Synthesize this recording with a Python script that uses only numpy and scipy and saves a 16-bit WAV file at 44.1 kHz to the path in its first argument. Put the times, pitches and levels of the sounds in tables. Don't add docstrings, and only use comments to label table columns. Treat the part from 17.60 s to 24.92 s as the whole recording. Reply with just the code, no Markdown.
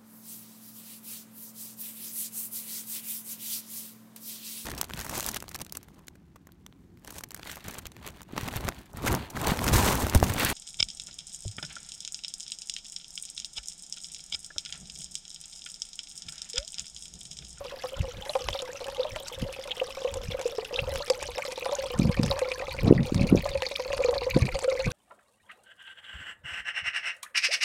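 import sys
import numpy as np
from scipy import signal
from scipy.fft import rfft, irfft, next_fast_len
from scipy.io import wavfile
from scipy.ndimage import uniform_filter1d, minimum_filter1d, map_coordinates

SR = 44100
rng = np.random.default_rng(int(sys.argv[2]) if len(sys.argv) > 2 else 0)


def wrap_up_sound(samples):
    columns = np.atleast_2d(samples).T
    tamed = np.clip(columns, -1, 1)
    steps = np.round(tamed * 32767).astype(np.int16)
    wavfile.write(sys.argv[1], SR, steps)


N = 322812


def amp(db):
    return 10 ** (np.asarray(db) / 20)


def unit(x):
    return x / np.sqrt(np.mean(x ** 2) + 1e-20)


def crest(x):
    return x / np.abs(x).max(axis=-1, keepdims=True)


def fade(t_s, t60_s):
    return np.exp(-np.log(1000) * t_s / t60_s)


def along(points, hz):
    point_hz, value = np.transpose(points)
    return np.interp(np.log(hz + 1), np.log(point_hz + 1), value)


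def columns(rows):
    return np.transpose(rows)[:, :, None]


def clock():
    return np.arange(N) / SR


def wobble(knots_per_s):
    knots = rng.standard_normal(4096)
    return map_coordinates(knots, [np.arange(N) * knots_per_s / SR], mode="wrap")


def filtered(x, response):
    size = next_fast_len(N + SR // 2)
    return irfft(rfft(x, size) * response(np.fft.rfftfreq(size, 1 / SR)), size)[:N]


def noise(spectrum):
    return unit(filtered(rng.standard_normal(N), lambda hz: amp(along(spectrum, hz))))


def recolour(x, spectrum):
    power = np.abs(rfft(x, next_fast_len(N + SR // 2))) ** 2
    broad = np.abs(uniform_filter1d(power, size=4000)) + power.mean() * 1e-4
    return unit(filtered(x, lambda hz: amp(along(spectrum, hz)) / np.sqrt(broad)))


def band(x, lo_hz, hi_hz):
    edges_hz = [lo_hz, min(hi_hz, SR / 2 - 1)]
    return signal.sosfilt(signal.butter(2, edges_hz, "band", fs=SR, output="sos"), x)


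def place(start_s, waves):
    at = np.round(start_s * SR).astype(int) + np.arange(waves.shape[1])
    return np.bincount(np.maximum(at, 0).ravel(), waves.ravel(), N)[:N]


# freq_hz, density_db (relative)
AIR_SPECTRUM = [(20, -3.5), (60, -8.5), (150, -10), (300, -16.5), (1000, -17), (4000, -23), (9000, -34),
                (16000, -42.5)]


def air():
    return noise(AIR_SPECTRUM)


def hiss(centre_s=0.72, width_s=0.051):
    swell = np.exp(-((clock() - centre_s) / width_s) ** 2)
    return amp(-49.0) * swell * noise([(3000, -34.5), (6000, -4), (9000, 0), (11000, -3), (16000, -32)])


# start_s, hold_s, strength_db
GUST_EVENTS = [(0.40, 0.046, -32.5), (0.57, 0.023, -38), (0.87, 0.033, -34.5), (1.53, 0.03, -37.5),
               (1.82, 0.02, -30), (2.52, 0.22, -38.5), (3.2, 0.18, -36), (3.62, 0.13, -48),
               (4.39, 0.092, -23), (4.59, 0.1, -24.5), (5.265, 0.092, -14), (5.38, 0.047, -19.5),
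               (5.56, 0.11, -22.5), (5.72, 0.063, -20), (5.86, 0.12, -36), (6.3, 0.42, -43),
               (6.76, 0.1, -25.5), (6.94, 0.0075, -30.5), (7.27, 0.018, -25.5)]
GUST_RISE_DB_PER_S, GUST_FALL_DB_PER_S = 349, 377
WAKE_DB, WAKE_DB_PER_S = -16.5, 71
BREEZE_DB, BREEZE_SWING_DB = -61, 4.5


def gust_strength():
    start_s, hold_s, strength_db = columns(GUST_EVENTS)
    t = clock()
    before_s, after_s = np.maximum(start_s - t, 0), np.maximum(t - start_s - hold_s, 0)
    core_db = strength_db - GUST_RISE_DB_PER_S * before_s - GUST_FALL_DB_PER_S * after_s
    wake_db = strength_db + WAKE_DB - WAKE_DB_PER_S * (before_s + after_s)
    breeze_db = BREEZE_DB + BREEZE_SWING_DB * wobble(5.7)
    return np.maximum(np.maximum(core_db, wake_db).max(axis=0), breeze_db)


# centre_s, level_db (before trim), pitch_hz
EDDY_THUMPS = [(0.408, -14, 86), (1.828, -17, 153), (2.69, -23.5, 126), (3.225, -26, 108), (4.398, -7, 193),
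               (4.421, -13, 188), (4.457, -12.5, 121), (4.497, -9.5, 142), (4.598, -7, 197),
               (5.281, -6, 203), (5.311, 13.5, 300), (5.326, 9.5, 328), (5.524, -12, 250),
               (5.614, -10.5, 183), (5.728, -4, 228), (5.75, -3.5, 350), (6.765, -5, 255), (6.825, -9, 103),
               (7.28, -15.5, 97)]
# freq_hz, density_db (relative)
RUMBLE_SPECTRUM = [(12, 3), (30, 11.5), (80, 12), (150, -2.5), (250, -21.5), (400, -18), (900, -65.5)]


def wind():
    centre_s, level_db, pitch_hz = columns(EDDY_THUMPS)
    half = SR // 40
    cycles = pitch_hz * np.arange(-half, half) / SR
    pulses = crest(np.sin(2 * np.pi * cycles) * np.exp(-(cycles / 0.47) ** 2))
    eddies = place(centre_s - half / SR, amp(level_db - 3.0) * pulses)
    gust_db = gust_strength()
    rumble = amp(np.minimum(gust_db - 1.0, -33)) * noise(RUMBLE_SPECTRUM)
    flutter_db = np.minimum(1.758 * gust_db + 13.5, -21.5)
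    flutter = amp(flutter_db) * unit(band(air(), 102, 266) * amp(6.1 * np.tanh(wobble(45))))
    roar = amp(1.59 * gust_db - 4.5) * unit(band(air(), 216, 590))
    return eddies + rumble + flutter + roar


# freq_hz, t60_s
YARD_DECAY = [(200, 0.35), (500, 0.51), (1000, 0.044), (4000, 0.065), (12000, 0.23)]


def yard(x):
    hz, t, bins = signal.stft(rng.standard_normal(SR // 2), SR, nperseg=256)
    tail = signal.istft(bins * fade(t, along(YARD_DECAY, hz)[:, None]), SR, nperseg=256)[1]
    delayed = np.pad(x, (SR // 200, 0))
    return signal.fftconvolve(delayed, tail / np.linalg.norm(tail))[:N]


# time_s, level_db
SPLASH_FLOW = [(0.0, -46.5), (0.5, -48), (0.9, -43.5), (1.3, -46), (2.8, -47), (3.4, -42.5), (4.9, -42),
               (7.32, -41)]


def flow_db(time_s):
    return np.interp(time_s, *np.transpose(SPLASH_FLOW))


VIEW_START_S, VIEW_RISE_S = 2.64, 2.6


def in_view(time_s):
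    return np.clip((time_s - VIEW_START_S) / VIEW_RISE_S, 0, 1)


def chirp(start_s, level_db, pitch_hz, cycles, rise, rough, size=800):
    t = np.arange(size) / SR
    life, climb = columns(rng.standard_normal((len(start_s), 2)))
    t60_s = cycles * np.exp(0.36 * life) / pitch_hz
    glide_hz = pitch_hz * (1 + rise * (0.505 + climb) * np.minimum(t / t60_s, 1))
    shake = unit(uniform_filter1d(rng.standard_normal(glide_hz.shape), size=40, axis=1))
    phase = 2 * np.pi * np.cumsum(glide_hz * (1 + rough * shake), axis=1) / SR
    swell = 1 - np.exp(-t * pitch_hz / 2)
    return place(start_s, amp(level_db) * crest(np.sin(phase) * fade(t, t60_s) * swell))


def spray(count=700):
    when, size, tune, hard = columns(rng.random((count, 4)))
    start_s = when * N / SR
    pip_db, pip_hz = 24 * size ** 4 - 11 * tune, 5500 + 7500 * tune
    pips = chirp(start_s, pip_db, pip_hz, cycles=105, rise=0.12, rough=0.12, size=300)
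    t = np.arange(SR // 200) / SR
    ticks = rng.standard_normal((count, len(t))) * fade(t, 0.004)
    needles = band(place(start_s, amp(28 * hard ** 5) * ticks), 7100, 16000)
    level_db = flow_db(clock())
    return amp(1.286 * level_db - 1.0) * unit(pips) + amp(level_db - 20.5) * unit(needles)


def glugs(count=300):
    when, size, tune = columns(rng.random((count, 3)))
    pitch_hz = 750 * 2 ** (1.7 * tune)
    notes = chirp(when * N / SR, 10 * size, pitch_hz, cycles=79, rise=0.363, rough=0.053, size=3600)
    return amp(flow_db(clock()) - 7) * unit(notes)


STRAY_DB, STRAY_SPREAD_DB = 8.5, 10.5


def strays(count):
    when, size = rng.random((count, 2)).T
    start_s = (np.arange(count) + when) * N / SR / count
    return start_s, flow_db(start_s) + STRAY_DB + STRAY_SPREAD_DB * size


def stray_drops(count=24, smack_db=-4, treble_db=-6.0):
    start_s, level_db = strays(count)
    return np.column_stack([start_s, level_db + smack_db, treble_db + 3 * rng.standard_normal(count)])


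# start_s, smack_db, treble_db (tick relative to smack, before trim)
DROP_IMPACTS = [(0.8866, -11.5, -45), (1.0201, -34, 6), (1.2674, -31, -5), (1.561, -22, -17),
                (1.6818, -30.5, 2.5), (2.0741, -39.5, -3), (2.5405, -25, -3), (2.8134, -26, -6),
                (2.8771, -29.5, -3), (3.3578, -20, -8.5), (3.5008, -15, -5), (3.6266, -22.5, -7.5),
                (3.7809, -24, -7.5), (3.9213, -34.5, 7), (4.0562, -23, -31), (4.3893, -31, 5),
                (4.632, -22.5, -7), (4.6616, -25.5, -2), (4.7918, -20.5, -6), (4.9172, -20, -22),
                (5.5452, -24, -3), (6.0214, -15, -38), (6.3299, -20, -37), (6.3789, -21.5, -16),
                (6.99, -24, -6), (7.0434, -23, -12)]


def drops():
    start_s, smack_db, treble_db = columns(np.vstack([DROP_IMPACTS, stray_drops()]))
    t = np.arange(SR // 30) / SR

    def burst(t60_s, tail_db):
        decay = fade(t, t60_s) + amp(tail_db) * fade(t, 0.023)
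        return rng.standard_normal((len(start_s), len(t))) * decay

    smack = crest(band(burst(t60_s=0.0046, tail_db=-6.0), 450, 3070))
    tick = crest(band(burst(t60_s=0.00064, tail_db=0), 4700, 8900))
    return place(start_s, amp(smack_db) * smack + amp(smack_db + treble_db + 3.5) * tick)


def stray_bubbles(count=26, shaded_hz=3300, open_hz=2450):
    start_s, level_db = strays(count)
    centre_hz = shaded_hz + (open_hz - shaded_hz) * in_view(start_s)
    return np.column_stack([start_s, level_db, centre_hz * np.exp(0.18 * rng.standard_normal(count))])


# start_s, peak_db, pitch_hz
BUBBLE_PLINKS = [(0.6947, -23.5, 3980), (0.93, -24, 3320), (0.99, -26, 3670), (1.432, -24.5, 3570),
                 (1.6835, -29, 4970), (2.1085, -25, 3140), (2.1154, -21, 3240), (2.199, -22, 3020),
                 (2.7188, -27.5, 3460), (3.1596, -19, 3480), (3.1899, -16.5, 2830), (3.4997, -16.5, 5030),
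                 (4.152, -20.5, 6440), (4.6325, -20.5, 4970), (4.7113, -17, 3860), (4.9166, -23, 2490),
                 (5.1888, -23, 2350), (5.2798, -26, 4520), (5.3789, -19.5, 1850), (6.065, -19.5, 4380),
                 (6.1596, -17, 4380), (6.4377, -23.5, 2420), (6.5803, -21.5, 4200), (6.8895, -24.5, 2400)]


def bubbles():
    start_s, peak_db, pitch_hz = columns(np.vstack([BUBBLE_PLINKS, stray_bubbles()]))
    wall_delay_s = rng.uniform(0.001646, 0.0052, start_s.shape)
    direct = chirp(start_s, peak_db, pitch_hz, cycles=47, rise=0.05, rough=0.085)
    answer = chirp(start_s + wall_delay_s, peak_db - 7.5, pitch_hz, cycles=32, rise=0.24, rough=0.14)
    return direct + answer


# freq_hz, density_db (relative)
SHADED_SPECTRUM = [(410, -20), (700, -7), (997, -12), (1110, -12), (1280, -8.5), (1820, -12), (2730, -2),
                   (3110, -0.5), (3640, -3), (4430, -10.5), (5470, -6), (6400, -14), (13300, -27.5),
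                   (16000, -48)]
# freq_hz, density_db (relative)
OPEN_SPECTRUM = [(410, -50), (700, -29), (830, -40), (1020, -5.5), (1350, -16), (2400, 3.5), (3030, -10.5),
                 (4490, -2), (5260, -9.5), (6740, -15), (7990, -24.5), (8760, -19.5), (13000, -39),
                 (16000, -45)]


def splash(count=330, cluster=18):
    start_s = (np.arange(count)[:, None] + 2 * rng.random((count, 1))) * N / SR / count
    weight_db = 5.9 * rng.random((count, 1))
    t = np.arange(SR // 40) / SR
    slap_noise = rng.standard_normal((count, len(t))) * fade(t, 0.03)
    slaps = place(start_s, amp(3.5 * weight_db) * slap_noise)
    delay, loud = columns(rng.random((count * cluster, 2)))
    pitch_hz = np.clip(3700 * np.exp(0.5 * rng.standard_normal(delay.shape)), 1200, 12000)
    born_s = np.repeat(start_s, cluster, axis=0) + 0.028 * delay ** 2
    bubble_db = np.repeat(weight_db, cluster, axis=0) + 20 * loud ** 4
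    fizz = chirp(born_s, bubble_db, pitch_hz, cycles=32.6, rise=0.11, rough=0.05)
    water = unit(fizz) + amp(-8.5) * unit(band(slaps, 740, 8300))
    water = water + amp(-10) * yard(water)
    view = in_view(clock())
    mix = (1 - view) * recolour(water, SHADED_SPECTRUM) + view * recolour(water, OPEN_SPECTRUM)
    return amp(flow_db(clock()) - 0.5) * mix


# freq_hz, level_db (relative), t60_s
HOLLOW_MODES = [(729.5, 0, 0.041), (873, -3.5, 0.045), (1002, -4, 0.047), (1176, -8.5, 0.041),
                (1264, -36, 0.081)]


def gulp(start_s, level_db, pitch_hz, overtone_db, t60_s=0.062, attack_s=0.0048,
         sag=0.0057, sag_s=0.0043, hollow_db=-1):
    t = np.arange(SR // 6) / SR
    phase = pitch_hz * (t + sag * sag_s * (1 - np.exp(-t / sag_s)))
    life = np.exp(0.28 * rng.standard_normal(start_s.shape))
    wave = np.sin(2 * np.pi * phase) * fade(t, t60_s * life)
    for mode_hz, mode_db, mode_t60_s in HOLLOW_MODES:
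        size, detune = columns(rng.standard_normal((len(start_s), 2)))
        ring = np.sin(2 * np.pi * mode_hz * (1 + 0.041 * detune) * t) * fade(t, mode_t60_s)
        wave = wave + amp(overtone_db + hollow_db + mode_db + 2.0 * size) * ring
    return place(start_s, amp(level_db) * wave * (1 - np.exp(-t / attack_s)))


# start_s, level_db (before trim), pitch_hz, overtone_db (relative)
PLOP_EVENTS = [(0.238, -27, 520, 1), (0.694, -21.5, 597, -7), (0.753, -14.5, 526, -2.5),
               (0.948, -22, 548, -5.5), (1.216, -26, 487, -8), (1.38, -25, 518, -19),
               (1.396, -15.5, 515, -16.5), (1.447, -22.5, 606, -4), (1.56, -22.5, 620, -6),
               (1.863, -22, 558, -29), (2.215, -13, 517, -12.5), (2.448, -14, 507, -14.5),
               (2.718, -25.5, 540, -14), (2.745, -19, 521, -19), (2.856, -11, 478, -39),
               (2.983, -15.5, 440, -12), (3.182, -18.5, 511, -13.5), (3.275, -21, 522, -14),
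               (3.502, -10, 517, -21.5), (3.782, -24, 587, 1), (4.058, -18.5, 532, -0.5),
               (4.126, -20, 573, -5), (4.714, -19, 546, -2), (4.778, -24.5, 582, -1.5),
               (4.818, -13, 512, -19.5), (4.852, -25, 529, -8), (5.02, -21.5, 546, -3),
               (5.856, -15, 590, -6), (5.953, -13.5, 549, -16), (6.115, -20, 548, -16),
               (6.332, -15.5, 540, -12), (6.402, -12.5, 532, -26), (6.447, -10, 497, -16),
               (6.485, -11, 492, -13), (6.553, -20.5, 556, -5.5), (6.667, -16, 510, -15),
               (6.765, -10.5, 520, -13.5), (6.953, -18.5, 534, -12), (7.044, -16, 505, -25),
               (7.079, -11.5, 525, -30), (7.122, -13.5, 516, -18.5), (7.193, -20.5, 530, -9)]
# time_s, level_db (before trim)
SMALL_GULP_LEVEL = [(0, -44), (1.2, -42), (2.0, -41), (3.0, -38.5), (3.8, -38), (4.45, -34.5), (5.2, -39),
                    (6.5, -33), (7.3, -41)]
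SMALL_GULP_HZ, SMALL_GULP_SPREAD = 530.6, 0.0867


def gurgle(count=190):
    start_s, level_db, pitch_hz, overtone_db = columns(PLOP_EVENTS)
    start_s = start_s - 0.001
    loud = gulp(start_s, level_db + 3.5, pitch_hz, overtone_db)
    t = np.arange(SR // 20) / SR
    splat = crest(band(rng.standard_normal((len(start_s), len(t))) * fade(t, 0.032), 760, 3500))
    splats = place(start_s, amp(level_db + 0.91 * overtone_db - 9) * splat)
    when, size, tune, colour = columns(rng.uniform(-1, 1, (count, 4)))
    small_s = np.abs((np.arange(count)[:, None] + 0.7 * when) * N / SR / count)
    small_hz = SMALL_GULP_HZ * np.exp(SMALL_GULP_SPREAD * tune)
    small = gulp(small_s, 5.0 * size, small_hz, -8 + 4 * colour, t60_s=0.096, attack_s=0.00088)
    small_db = np.interp(clock(), *np.transpose(SMALL_GULP_LEVEL)) - 1.0
    return loud + splats + amp(small_db) * unit(small)


def scene():
    gulps = gurgle()
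    water = gulps + bubbles() + glugs() + drops() + splash() + spray()
    echo = amp(-21.5) * yard(water) + amp(-19.5) * yard(gulps)
    return (water + echo + wind() + hiss() + amp(-53.0) * air())[None]


CEILING_DB, RECOVERY_DB_PER_S = -0.3, 67


def limiter(x):
    over_db = np.maximum(20 * np.log10(np.abs(x) + 1e-9) - CEILING_DB, 0)
    recovered_db = RECOVERY_DB_PER_S * clock()
    gain_db = recovered_db - np.maximum.accumulate(over_db + recovered_db)
    return x * amp(uniform_filter1d(minimum_filter1d(gain_db, size=200), size=200))


TOP_HZ = 15900


def record(dry):
    whine_hz = 11810 + 16 * wobble(30)
    whine = amp(-74) * np.sin(2 * np.pi * np.cumsum(whine_hz) / SR)
    return filtered(limiter(dry[0]) + whine, lambda hz: hz < TOP_HZ)[None]


dry = scene()
out = record(dry)
wrap_up_sound(out)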